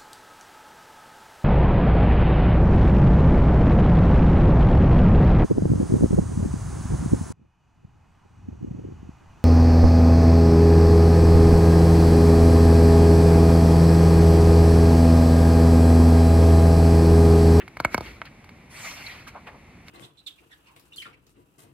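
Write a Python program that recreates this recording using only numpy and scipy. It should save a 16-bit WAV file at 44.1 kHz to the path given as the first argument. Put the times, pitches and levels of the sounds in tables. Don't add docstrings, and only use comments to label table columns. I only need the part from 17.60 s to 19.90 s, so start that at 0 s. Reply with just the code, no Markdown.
import sys
import numpy as np
from scipy import signal
from scipy.fft import rfft, irfft, next_fast_len
from scipy.io import wavfile
from scipy.ndimage import uniform_filter1d, map_coordinates

SR = 44100
rng = np.random.default_rng(int(sys.argv[2]) if len(sys.argv) > 2 else 0)


def generate_wav(signal):
    frames = np.transpose(np.atleast_2d(signal))
    scaled = np.clip(frames, -1, 1) * 32767
    pcm = np.round(scaled).astype(np.int16)
    wavfile.write(sys.argv[1], SR, pcm)


N = 101429
TIME = np.arange(N) / SR


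def amp(db):
    return 10 ** (np.asarray(db) / 20)


def unit(x):
    return x / np.sqrt(np.mean(x ** 2) + 1e-20)


def along(points, hz):
    freqs, values = np.transpose(points)
    return np.interp(np.log(hz + 1), np.log(freqs + 1), values)


def curves(rows):
    times, *columns = np.transpose(rows)
    return [np.interp(TIME, times, column) for column in columns]


def wobble(rate):
    return map_coordinates(rng.standard_normal(N), [TIME * rate], order=1)


def swell(peak_s, rise, fall):
    t = TIME - peak_s
    return np.exp(-.5 * np.where(t < 0, (t / rise) ** 2, np.abs(t / fall) ** 1.45))


def burst(t60, size):
    x = rng.standard_normal(size) * amp(-60 * np.arange(size) / SR / t60)
    return x / np.linalg.norm(x)


def filtered(x, response):
    size = next_fast_len(N + SR // 2)
    return irfft(rfft(x, size) * response(np.fft.rfftfreq(size, 1 / SR)), size)[..., :N]


def minimum_phase(gain):
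    cepstrum = irfft(np.log(np.maximum(gain, 1e-6)))
    folded = np.concatenate([cepstrum[:1], 2 * cepstrum[1:len(cepstrum) // 2]])
    return np.exp(rfft(folded, len(cepstrum)))


# frequency in Hz, left-right correlation (1 is mono).
STEREO_LIKENESS = [(100, 1), (700, 0.89), (3000, 0.53), (13000, 1)]
def rush(colour_db):
    def mid_and_side(hz):
        width = np.arccos(np.clip(along(STEREO_LIKENESS, hz), -1, 1)) / 2
        return amp(colour_db(hz)) * [np.cos(width), np.sin(width)]
    mid, side = filtered(rng.standard_normal((2, N)), mid_and_side)
    return unit(np.array([mid + side, mid - side]))


# frequency in Hz, gain in dB.
VENT_EQ = [(20, -6.5), (60, 1.5), (220, -1.5), (450, -13), (800, -12), (1600, -20), (2200, -10.5),
           (3200, -26), (5500, -30), (13000, -42), (16000, -62)]
def ventilation():
    return amp(-49.5) * rush(lambda hz: along(VENT_EQ, hz))


def room(x, t60=0.57, predelay_s=0.0074):
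    common = burst(t60, SR // 2)
    tails = np.array([common + 0.5 * burst(t60, SR // 2) for _ in range(2)])
    tails = np.pad(tails, ((0, 0), (int(predelay_s * SR), 0)))
    return signal.fftconvolve(x, tails, axes=1)[:, :N]


# time in seconds, level in dB.
WAFT_RIDE = [(0, -41.5), (.15, -62.5), (.27, -49), (.47, -44.5), (.65, -65.5)]
# frequency in Hz, gain in dB.
WAFT_EQ = [(25, -17), (60, 0.5), (110, -16.5), (350, -10), (1500, -56.5)]
def waft():
    level_db, = curves(WAFT_RIDE)
    return amp(level_db) * rush(lambda hz: along(WAFT_EQ, hz))


def wandering_contact(x, depth_db=2.5):
    spectra = signal.stft(x, SR, nperseg=512)[2]
    patches = uniform_filter1d(rng.standard_normal(spectra.shape[1:]), size=4, axis=0)
    patches = unit(uniform_filter1d(patches, size=5, axis=1))
    return unit(signal.istft(spectra * amp(depth_db * patches), SR, nperseg=512)[1][:, :N])


def falling_peak(x, peak_s=1.16, peak_hz=8640, boost_db=9.5, octaves_per_s=3.5):
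    width_octaves, life_s = .2, 0.19
    hz, t, spectra = signal.stft(x, SR, nperseg=256)
    octaves_off = np.log2((hz[:, None] + 1) / peak_hz) + octaves_per_s * (t - peak_s)
    lift_db = boost_db * np.exp(-(octaves_off / width_octaves) ** 2 - ((t - peak_s) / life_s) ** 2)
    return signal.istft(spectra * amp(lift_db), SR, nperseg=256)[1][:, :N]


# frequency in Hz, gain in dB.
RASP_EQ = [(250, -40), (600, -13.5), (1250, -10), (1700, -8.5), (2230, -1.5), (2700, -9), (3700, -16),
           (4550, -11.5), (5400, -26), (9000, -72)]
HISS_EQ = [(3500, -46), (5200, 7.5), (8500, -2), (14000, -6), (16000, -19.5)]
# time in seconds, rasp and hiss levels in dB.
SLIDE_RIDE = [(1.08, -86, -93), (1.11, -52, -59), (1.255, -37, -45), (1.41, -43, -54), (1.47, -40.5, -52.5),
              (1.62, -50.5, -64.5), (1.9, -71, -97)]
# peak time in seconds, rasp and hiss levels in dB, rise and fall in seconds.
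RUBS = [(.343, -40.5, -50.5, 0.02, 0.0015), (0.448, -44, -56.5, 0.02, 0.058),
        (.666, -44.5, -70, .01, 0.0087), (1.683, -42, -51, 0.0075, 0.0091),
        (2.286, -52, -62.5, 0.016, .044)]
def sliding(grains_per_s=600, surges_per_s=49.45):
    rasp_power, hiss_power = amp(curves(SLIDE_RIDE)) ** 2
    for peak_s, rasp_db, hiss_db, rise, fall in RUBS:
        stroke = swell(peak_s, rise, fall)
        rasp_power += (amp(rasp_db) * stroke) ** 2
        hiss_power += (amp(hiss_db) * stroke) ** 2
    grain = unit(amp(wobble(grains_per_s) + 1.67 * wobble(surges_per_s)))
    rasp = grain * wandering_contact(rush(lambda hz: along(RASP_EQ, hz)))
    hiss = falling_peak(rush(lambda hz: along(HISS_EQ, hz)))
    return np.sqrt(rasp_power) * rasp + np.sqrt(hiss_power) * hiss


# peak time in seconds, level in dB, rise and fall in seconds,
# band centre in Hz, band half-width in octaves.
SOFT_FLAPS = [(0.018, -41.5, 0.015, 0.0083, 1880, 0.62), (1.469, -38.5, 0.0033, 0.0034, 4100, 0.12),
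              (1.671, -40.5, .002, 0.012, 1240, 0.35), (1.762, -40.5, 0.012, 0.015, 750, 0.88),
              (1.875, -39.5, 0.0057, .014, 1050, 1.18), (1.95, -51.5, 0.044, .015, 677, 0.81)]
def flaps(grains_per_s=300):
    out = np.zeros((2, N))
    for peak_s, db, rise, fall, centre_hz, octaves in SOFT_FLAPS:
        band = rush(lambda hz: -10 * np.log10(1 + (np.log2((hz + 1) / centre_hz) / octaves) ** 8))
        grain = amp(wobble(grains_per_s))
        out += amp(db) * swell(peak_s, rise, fall) * unit(band * grain)
    return out


def desk_scatter(x, t60=0.017, db=-11.5):
    scattered = signal.fftconvolve(x, burst(t60, SR // 10))[:N]
    side = filtered(scattered, lambda hz: amp(db) * hz / np.hypot(hz, 400))
    return np.array([x + side, x - side])


def thump(snap_s, hz=82.5, t60=0.13, delay_s=0.0046):
    t = np.maximum(TIME - snap_s - delay_s, 0)
    attack = 1 - np.exp(-t * hz * 2)
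    return np.sin(2 * np.pi * hz * t) * attack * amp(-60 * t / t60)


# frequency in Hz, gain in dB.
FIBRE_EQ = [(1500, -72), (4200, 2.5), (6000, -6), (8000, -10.5), (12000, -11), (15500, -19)]
def fibre_spectrum(size, crackle_db, crack_db, crackle_s=0.0074, crack_s=0.00047):
    t = np.arange(size) / SR
    run = rng.standard_normal(size) ** 3 * np.exp(-(t / crackle_s) ** 4)
    crack = rng.standard_normal(size) * np.exp(-(2 * (t / crack_s - 1)) ** 2)
    tear = amp(crackle_db) * run / np.linalg.norm(run) + amp(crack_db) * crack / np.linalg.norm(crack)
    return amp(along(FIBRE_EQ, np.fft.rfftfreq(size, 1 / SR))) * rfft(tear)


# frequency in Hz, gain in dB.
SHEET_EQ = [(40, 2.5), (100, 3), (300, 1), (1300, -0.5), (1900, -4.5), (2400, -1.5), (3500, -5.5),
            (4500, -3), (5500, -7), (15000, -40)]
# centre in Hz, width in Hz, relative strength in dB.
SHEET_RINGS = [(1424, 590, -8), (2178, 257, 9)]
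# delay in seconds, level in dB.
DESK_ECHOES = [(.0013, -14), (.0032, -13)]
def buckle(start_s, db, dull_hz, crackle_db, crack_db, ring_db, lag_s, thin_hz=39.2):
    size, makeup_db, dull_floor_db = 16384, 18, -16.5
    hz = np.fft.rfftfreq(size, 1 / SR)
    tuning = 1 + .035 * rng.uniform(-1.1, 1)
    rings = sum(amp(gain_db + ring_db) * np.exp(-(2 * (hz - centre * tuning) / width) ** 2)
                for centre, width, gain_db in SHEET_RINGS)
    high_shelf = np.hypot(1 / np.sqrt(1 + (hz / dull_hz) ** 10), amp(dull_floor_db))
    low_cut = hz ** 2 / np.hypot(hz ** 2, thin_hz ** 2)
    tone = minimum_phase(amp(along(SHEET_EQ, hz)) * (1 + rings) * high_shelf * low_cut)
    travel_s = lag_s * (100 / np.maximum(hz, 60)) ** 1.002
    dispersion = np.exp(-2j * np.pi * np.cumsum(travel_s) * hz[1])
    reflections = 1 + sum(amp(echo_db) * np.exp(-2j * np.pi * hz * delay) for delay, echo_db in DESK_ECHOES)
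    shiver = amp(-4) * rfft(burst(t60=0.03, size=size))
    spectrum = tone * dispersion * (reflections + shiver) + fibre_spectrum(size, crackle_db, crack_db)
    pre_roll = size // 8
    pulse = np.roll(irfft(spectrum), pre_roll)
    return amp(db + makeup_db) * np.pad(pulse, (round(start_s * SR), N))[pre_roll:][:N]


# start in seconds, relative level in dB, high-shelf corner in Hz,
# crackle in dB, low cut in Hz.
LIGHT_CREASES = [(.079, -26, 2880, -11, 565), (0.6169, -16, 2550, -32, 553), (0.6544, -33, 4300, -4, 885),
                 (.843, -36, 3100, -7, 970), (0.892, -34, 4100, -11, 510), (2.2832, -29.5, 6400, -10, 1730)]
def creases():
    return sum(buckle(start_s, db, dull_hz, crackle_db, crack_db=crackle_db - 10,
                      ring_db=-3, lag_s=0.00376, thin_hz=thin_hz)
               for start_s, db, dull_hz, crackle_db, thin_hz in LIGHT_CREASES)


# start in seconds, relative level in dB, high-shelf corner in Hz,
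# crackle, first crack and ring in dB, bass lag at 100 Hz in seconds.
HEAVY_SNAPS = [(0.17, -20, 2120, -17, -21, -3, 0.0031), (0.2011, -8, 1660, -17.5, -20.5, -4, 0.0089),
               (0.2487, -2.5, 2480, -19.5, -18, 0, 0.00998), (0.345, -4, 2170, -17.5, -13, 0.5, 0.00873),
               (0.3792, -6.5, 1240, -22, -20, -3, 0.00787), (0.4079, -13.5, 1130, -17, -38, -7, 0.00605)]
def snaps():
    return sum(buckle(start_s, db, *timbre) + amp(db - 39) * thump(start_s)
               for start_s, db, *timbre in HEAVY_SNAPS)


def strain(rise_s=0.0058):
    level = sum(amp(db - 37.5) * swell(snap_s, rise_s, rise_s / 10) for snap_s, db, *_ in HEAVY_SNAPS)
    return level * rush(lambda hz: along(RASP_EQ, hz))


# frequency in Hz, left over right in dB.
PAGE_PAN = [(60, .4), (200, 1.6), (550, 1.9), (1500, .2), (4000, -.6)]
def scene():
    page = desk_scatter(snaps() + creases()) + strain() + flaps()
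    page = filtered(page, lambda hz: amp(np.array([[.5], [-.5]]) * along(PAGE_PAN, hz)))
    return page + amp(-21) * room(page) + sliding() + ventilation() + waft()


# frequency in Hz, lead of the left in radians.
PORT_PHASE = [(200, 0), (1200, -.35), (4400, -.5), (5400, -3.2), (7500, -4.1), (11000, -6.2)]
def record(dry):
    low_cut_hz, notch_hz, top_hz = 42, 4890, 15700
    def response(hz):
        ports = np.exp(1j * np.array([[.5], [-.5]]) * along(PORT_PHASE, hz))
        notch = 1 - .7 * np.exp(-((hz - notch_hz) / 100) ** 2)
        return ports * notch * (hz < top_hz)
    low_cut = signal.butter(2, low_cut_hz, "highpass", fs=SR, output="sos")
    return filtered(signal.sosfilt(low_cut, dry), response)


dry = scene()
out = record(dry)
generate_wav(out)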